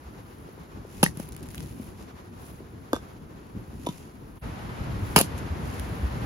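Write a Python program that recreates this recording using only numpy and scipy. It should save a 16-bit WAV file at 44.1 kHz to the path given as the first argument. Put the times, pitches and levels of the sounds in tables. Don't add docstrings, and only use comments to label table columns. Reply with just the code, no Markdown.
import sys
import numpy as np
from scipy import signal
from scipy.fft import rfft, irfft, next_fast_len
from scipy.io import wavfile

SR = 44100
rng = np.random.default_rng(int(sys.argv[2]) if len(sys.argv) > 2 else 0)


def output_pcm(signal):
    pcm = np.clip(np.atleast_2d(signal).T, -1, 1) * 32767
    wavfile.write(sys.argv[1], SR, np.round(pcm).astype(np.int16))


N = 275736
TIME = np.arange(N) / SR
BRIEF = TIME[:8192]

# (frequency [Hz], relative level [dB])
CALM_COLOUR = [(20, -48), (35, -4), (60, 0.5), (120, -1), (350, -5.5), (600, -14.5), (1000, -13),
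               (2000, -23.5), (3500, -30.5), (7000, -34.5), (9500, -40.5), (12500, -36), (14500, -56),
               (16000, -71)]
# (frequency [Hz], relative level [dB])
GUSTY_COLOUR = [(20, -31), (35, -13), (60, -2.5), (120, -4.5), (350, -14), (600, -16), (1000, -15.5),
                (2000, -23.5), (3500, -31.5), (7000, -39.5), (9500, -40), (12500, -41), (14500, -54),
                (16000, -72)]
# (time [s], relative rumble level [dB], relative rush level [dB])
BREEZE_COURSE = [(0.0, -47.5, -54.5), (0.41, -49, -56), (1.82, -41, -57), (1.98, -47.5, -55.5),
                 (2.73, -46, -57), (2.94, -45, -56), (4.36, -45.5, -58)]
# (time [s], relative rumble level [dB], relative rush level [dB])
GUST_COURSE = [(4.62, -37.5, -46.5), (4.978, -34, -46), (5.95, -36, -45), (6.25, -34.5, -43.5)]
# (frequency [Hz], correlation [-1 to 1])
WIND_LIKENESS = [(30, 1), (150, 0.88), (350, 0.54), (600, 0.11), (1100, -0.4), (2000, 0.15), (3200, 0.17),
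                 (4500, 0.32), (7000, 0.19)]
# (middle [s], peak level [dB], pitch [Hz])
WIND_BUFFETS = [(.07, -37, 63.3), (5.041, -26.5, 97.8), (5.522, -23.5, 78), (5.81, -27.5, 61.5),
                (6.048, -19, 63.8)]
# (frequency [Hz], time to fall 60 dB [s])
ECHO_LENGTH = [(100, 0.36), (500, 0.17), (2000, 0.066), (6000, 0.14), (12000, 0.14)]
# (frequency [Hz], relative level [dB])
ECHO_COLOUR = [(100, -1), (400, -5), (1000, 1), (3000, 12), (6000, 8.5), (9000, 1), (16000, -1)]

# (middle [s], half length [s], level [dB], share of dull rubbing [0-1])
ARM_SWISHES = [(1.004, 0.081, -52, 0.8), (1.215, .04, -49, 0.43), (1.632, 0.1, -52.5, .53),
               (1.846, 0.061, -54, 0.5), (2.015, 0.033, -56, 1), (2.473, 0.071, -54, .46),
               (3.915, 0.11, -53.5, 1), (5.12, 0.097, -51.5, 0.54), (5.385, 0.011, -46, 1),
               (5.753, 0.097, -52, 1)]
# (frequency [Hz], relative level [dB])
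CLOTH_HISS_COLOUR = [(300, -30), (3000, -4), (7000, -31), (9500, 2.5), (12000, 0), (14500, -5), (16000, -3)]
# (frequency [Hz], relative level [dB])
RUB_COLOUR = [(200, -12), (1000, -18), (2500, 3.5), (3400, -2.5), (5000, -2), (6300, -1), (7600, -0.5),
              (12000, -2.5), (16000, -15.5)]

# (time [s], level [dB])
SPLINTER_LANDINGS = [(1.2888, -33), (1.3222, -34), (1.3306, -41), (1.365, -33), (1.429, -36),
                     (1.4877, -35.5), (1.512, -41), (1.546, -32), (1.5545, -33), (1.580, -30.5),
                     (1.605, -33.5), (5.7967, -26.5)]
# (frequency [Hz], relative level [dB])
TICK_COLOUR = [(200, -15), (1500, 0), (3000, -4), (6000, -6), (10000, 3.5), (13000, -7), (16000, -5)]

# (time [s], level [dB], settled pitch [Hz])
BOOT_STEPS = [(0.488, -27.5, 387), (0.577, -29, 352), (.850, -25.5, 360), (1.798, -20.5, 215),
              (2.605, -27.5, 320)]
# (time [s], piece, ring level [dB],
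# pitch that the contact favours [Hz], thud level [dB], settled thud pitch [Hz])
WOOD_IMPACTS = [(1.0304, "log", -6.5, 1120, -3, 165.3), (1.0625, "chip", -18, 1800, -24, 190),
                (1.171, "log", -45, 2500, -22.5, 153), (1.197, "log", -30.5, 740, -18.5, 193),
                (2.9313, "long billet", -10, 820, -6.5, 255), (2.9438, "long billet", -24, 654, -36, 300),
                (2.9555, "long billet", -27, 5200, -44, 300),
                (2.9633, "long billet", -22.5, 1380, -23, 400),
                (3.8641, "short billet", -21.5, 3700, -43, 300),
                (3.8686, "short billet", -18, 620, -14.5, 276),
                (3.8883, "short billet", -21.5, 2950, -16, 164), (5.1641, "log", -8, 1190, -4, 148),
                (5.1801, "log", -18, 1300, -11.5, 240), (5.202, "log", -20, 650, -12, 454),
                (5.2096, "log", -15.5, 650, -12, 195)]
WOOD_MODES = { "log": [(561, 1, 0.019), (663, 2, 0.01), (826, -1.5, 0.016), (1056, -4.5, 0.015),
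              (1262, -3, 0.012), (1696, -5.5, 0.018), (2550, -36, 0.014), (3220, -19, 0.022),
              (6200, -23, .035)], "chip": [(1890, 5.5, 0.016), (2202, -10.5, .022), (4800, -19, 0.035),
              (6040, -24, .04)], "long billet": [(527, -2, 0.03), (780, -15, 0.019), (890, -6.5, 0.027),
              (1200, -2, 0.015), (1570, -11, 0.034), (3515, -11, 0.047), (5780, -21, 0.041),
              (7600, -6, 0.021)], "short billet": [(640, 0, 0.0087), (977, -4.5, 0.066), (1260, -13, .025),
              (3020, -19, 0.03), (3610, -11.5, 0.026), (5640, -24, .025), (6270, -19, 0.033)]}

# (time [s], mid-range crack level [dB], treble fizz level [dB],
# tearing relative to the bite [dB], time until the halves part [s])
LOG_SPLITS = [(1.0293, -11.5, -12, -15, 0.0066), (5.161, -5, -8.5, -12.5, 0.049)]
# (time [s], mid-range crack level [dB], treble fizz level [dB])
STRAND_SNAPS = [(1.039, -28, -8), (1.0422, -33, -24), (1.0636, -27, -36), (1.172, -53, -33),
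                (1.1993, -33, -31), (5.1795, -9, -15), (5.1886, -33, -8), (5.2124, -21, -8.5)]
# (frequency [Hz], relative level [dB])
CRACK_COLOUR = [(100, -58), (400, 0), (650, -6.5), (950, -1.5), (1500, -11.5), (2100, -18), (2750, -5),
                (3950, -16.5), (5300, -8), (7300, -26), (9000, -42.5), (16000, -59)]
# (frequency [Hz], relative level [dB])
FIZZ_COLOUR = [(200, -20), (4000, -6.5), (7000, -4.5), (9000, 0), (10500, 1.5), (12500, -7.5), (14500, -6),
               (16000, -17.5)]


def amp(db):
    return 10 ** (np.asarray(db) / 20)


def evened(x):
    return x / np.sqrt(np.mean(x ** 2) + 1e-20)


def read(points, hz):
    f, value = np.transpose(points)
    return np.interp(np.log(hz + 1), np.log(f + 1), value)


def add(mix, s, sound):
    part = mix[..., round(s * SR):][..., :sound.shape[-1]]
    part += sound[..., :part.shape[-1]]


def filtered(x, gain):
    size = next_fast_len(N + SR // 2)
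    hz = np.fft.rfftfreq(size, 1 / SR)
    return irfft(rfft(x, size) * gain(hz), size)[..., :N]


def coloured(x, points):
    hz = abs(np.fft.fftfreq(len(BRIEF), 1 / SR))
    log_gain = np.log(amp(read(points, hz)))
    spectrum = np.exp(np.conj(signal.hilbert(log_gain)))
    taps = np.fft.ifft(spectrum).real[:len(BRIEF) // 2]
    return signal.fftconvolve(x, taps[None] / np.linalg.norm(taps), axes=1)[:, :N]


def wander(rate_hz):
    return evened(filtered(rng.standard_normal(N), lambda hz: np.exp(-(hz / rate_hz) ** 2)))


def pair(likeness):
    shared = np.clip(likeness, 0, 1)
    common = rng.standard_normal(N)
    own = rng.standard_normal((2, N))
    return np.sqrt(shared) * common + np.sqrt(1 - shared) * own


def from_right(x, lag_ms):
    left = filtered(x[0], lambda hz: np.exp(-2j * np.pi * hz * lag_ms / 1000))
    return np.array([left, x[1]])


def wind(colour, course, rumble_db, rush_db, lumps_db, flutter_db):
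    def likeness(hz):
        return np.clip(read(WIND_LIKENESS, hz), -1, 1)

    mid_noise, side_noise = rng.standard_normal((2, N))
    mid = filtered(mid_noise, lambda hz: amp(read(colour, hz)) * np.sqrt(1 + likeness(hz)))
    side = filtered(side_noise, lambda hz: amp(read(colour, hz)) * np.sqrt(1 - likeness(hz)))
    air = np.array([mid + side, mid - side])
    low = filtered(air, lambda hz: 1 / (1 + (hz / 380) ** 4))

    s, rumble, rush = np.transpose(course)
    near_level = amp(np.interp(TIME, s, rumble) + rumble_db)
    near = evened(low * amp(lumps_db * wander(rate_hz=18.0))) * near_level
    far_level = amp(np.interp(TIME, s, rush) + rush_db + flutter_db * wander(rate_hz=22))
    far = evened(air - low) * far_level
    return near + far


def buffets(half_s=0.021):
    out = np.zeros(N)
    for s, db, hz in WIND_BUFFETS:
        swell = amp(db) * np.exp(-((TIME - s) / half_s) ** 2)
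        out += swell * np.sin(2 * np.pi * (hz * TIME + rng.random()))
    return out


def trees(x, wet_db=-17, build_s=0.0079):
    taps = rng.standard_normal((2, SR // 2)) * (rng.random((2, SR // 2)) < .1)
    hz, t, z = signal.stft(taps, SR, nperseg=256)
    fade = amp(-60 * t / read(ECHO_LENGTH, hz)[:, None]) * (1 - np.exp(-t / build_s))
    tail = signal.istft(z * fade, SR)[1]
    echo = signal.fftconvolve(x, tail / np.linalg.norm(tail[0]), axes=1)[:, :N]
    return amp(wet_db) * filtered(echo, lambda hz: amp(read(ECHO_COLOUR, hz)))


def jacket(crinkle_db=2.5, stir_db=-66, stir_uneven_db=3, stir_rate_hz=1.2):
    thin = amp(stir_db + stir_uneven_db * wander(rate_hz=stir_rate_hz)) ** 2
    dull = np.zeros(N)
    for s, half, db, share in ARM_SWISHES:
        power = amp(db) ** 2 * np.exp(-((TIME - s) / half) ** 2)
        thin += power * (1 - np.clip(share, 0, 1))
        dull += power * np.clip(share, 0, 1)

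    def weave():
        return evened(pair(likeness=0.21) * amp(crinkle_db * wander(rate_hz=210)))

    hiss = coloured(weave() * np.sqrt(thin), CLOTH_HISS_COLOUR)
    rub = coloured(weave() * np.sqrt(dull), RUB_COLOUR)
    return hiss + rub


def crumbs(middle_s=1.44, half_s=0.16, most_per_s=170, db=-49, uneven_db=0.5, tick_db=-3):
    rate = most_per_s * np.exp(-((TIME - middle_s) / half_s) ** 2)
    strength = amp(db + uneven_db * np.clip(rng.standard_normal(N), -2, 2))
    landings = (rng.random(N) < rate / SR) * strength
    level = signal.lfilter([1], [1, -np.exp(-1 / (SR * .001))], landings)
    rustle = coloured(level * pair(likeness=0.22), RUB_COLOUR)
    ticks = coloured(level * pair(likeness=0.22), TICK_COLOUR)
    return rustle + amp(tick_db) * ticks


def splinters(decay_s=0.0012, colour_db=4):
    out = np.zeros((2, N))
    hz, db = np.transpose(TICK_COLOUR)
    for s, level_db in SPLINTER_LANDINGS:
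        tick = amp(level_db) * np.exp(-BRIEF / decay_s) * rng.standard_normal((2, len(BRIEF)))
        own_colour = np.column_stack([hz, db + colour_db * rng.standard_normal(len(hz))])
        add(out, s, coloured(tick, own_colour))
    return out


def thud(db, hz, rise_s=0.0013, settle_s=0.0014, stiffness=3.22, hardening=0.44, cycles=6.76):
    stiff = stiffness * amp(db * hardening)
    turns = np.cumsum(hz * (1 + stiff * np.exp(-BRIEF / settle_s))) / SR
    fade = amp(db - 60 * BRIEF * hz / cycles)
    return fade * np.sin(2 * np.pi * turns) * (1 - np.exp(-BRIEF / rise_s))


def thuds(lag_s=0.0015):
    out = np.zeros(N)
    for s, _, _, _, db, hz in WOOD_IMPACTS:
        add(out, s + lag_s, thud(db, hz))
    for s, db, hz in BOOT_STEPS:
        add(out, s, thud(db, hz))
    return out * amp([[1.4], [-1.4]])


def knocks(scrape_db=-15, scrape_s=0.002, uneven_db=1.5, focus=0.98):
    out = np.zeros((2, N))
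    scrape = np.zeros(N)
    for s, piece, strength_db, contact_hz, _, _ in WOOD_IMPACTS:
        hz, db, t60 = np.transpose(WOOD_MODES[piece])
        modes = amp(-60 * BRIEF / t60[:, None]) * np.sin(2 * np.pi * hz[:, None] * BRIEF)
        woken = 1 / np.hypot(1, focus * (hz / contact_hz - contact_hz / hz))
        reach = amp(db + uneven_db * rng.standard_normal((2, len(hz))))
        reach = reach * (-1) ** np.arange(len(hz))
        add(out, s, amp(strength_db) * (reach * woken) @ modes)
        add(scrape, s, amp(strength_db + scrape_db) * np.exp(-BRIEF / scrape_s))
    bark = coloured(scrape * pair(likeness=0.5), RUB_COLOUR)
    return out * amp([[-1], [1]]) + bark


def tears(grain_db=1.5, rise_s=0.00033, bite_s=0.0052, snap_s=0.0019, release_s=0.0082,
          crack_sag_db_per_s=260, fizz_sag_db_per_s=110):
    def burst(decay_s):
        return np.exp(-2 * BRIEF / decay_s) * (1 - np.exp(-BRIEF / rise_s))

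    crack, fizz = np.zeros((2, N))
    for s, crack_db, fizz_db, tearing_db, part_s in LOG_SPLITS:
        release = np.exp(-2 * np.maximum(BRIEF - part_s, 0) / release_s)
        tearing = amp(tearing_db) ** 2 * (1 - np.exp(-BRIEF / bite_s)) * release
        power = burst(bite_s) + tearing
        add(crack, s, power * amp(crack_db - crack_sag_db_per_s * BRIEF) ** 2)
        add(fizz, s, power * amp(fizz_db - fizz_sag_db_per_s * BRIEF) ** 2)
    for s, crack_db, fizz_db in STRAND_SNAPS:
        add(crack, s, amp(crack_db) ** 2 * burst(snap_s))
        add(fizz, s, amp(fizz_db) ** 2 * burst(snap_s))

    fibres = evened(pair(likeness=0.53) * amp(grain_db * wander(rate_hz=8500)))
    mid_range = coloured(fibres * np.sqrt(crack), CRACK_COLOUR) * amp([[-1.2], [1.2]])
    treble = coloured(fibres * np.sqrt(fizz), FIZZ_COLOUR)
    return mid_range + treble


def scene():
    breeze = wind(CALM_COLOUR, BREEZE_COURSE, rumble_db=2, rush_db=4, lumps_db=2.5, flutter_db=1.5)
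    gust = wind(GUSTY_COLOUR, GUST_COURSE, rumble_db=1.5, rush_db=3.5, lumps_db=1.5, flutter_db=0.56)
    light = np.interp(TIME, [4.375, 4.395], [1, 0])
    strong = np.interp(TIME, [4.41, 4.44], [0, 1])
    air = breeze * np.maximum(light, 0.15 * (1 - strong)) + gust * strong
    air = air * amp([[.4], [-.4]])

    wood = splinters() + crumbs()
    wood += from_right(thuds(), lag_ms=0.11)
    wood += from_right(knocks(), lag_ms=0.2)
    wood += from_right(tears(), lag_ms=0.15)
    return air + buffets() + jacket() + trees(wood) + wood


def record(dry, low_cut_hz=36, treble_hz=7300, treble_lag=8, ceiling=.85, edge_hz=15900):
    dry = signal.sosfilt(signal.butter(2, low_cut_hz, "high", fs=SR, output="sos"), dry)

    def top(hz):
        return np.clip((hz - treble_hz) / 500, 0, 1)

    def late(hz):
        return np.exp(-2j * np.pi * hz * treble_lag / SR)

    treble_left = filtered(dry[1], top)
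    treble_right = filtered(dry[1], lambda hz: top(hz) * late(hz))
    body = filtered(dry, lambda hz: 1 - top(hz))
    both = np.clip(body + np.array([treble_left, treble_right]), -ceiling, ceiling)
    return filtered(both, lambda hz: np.clip((edge_hz - hz) / 700 + .5, 0, 1))


dry = scene()
out = record(dry)
output_pcm(out)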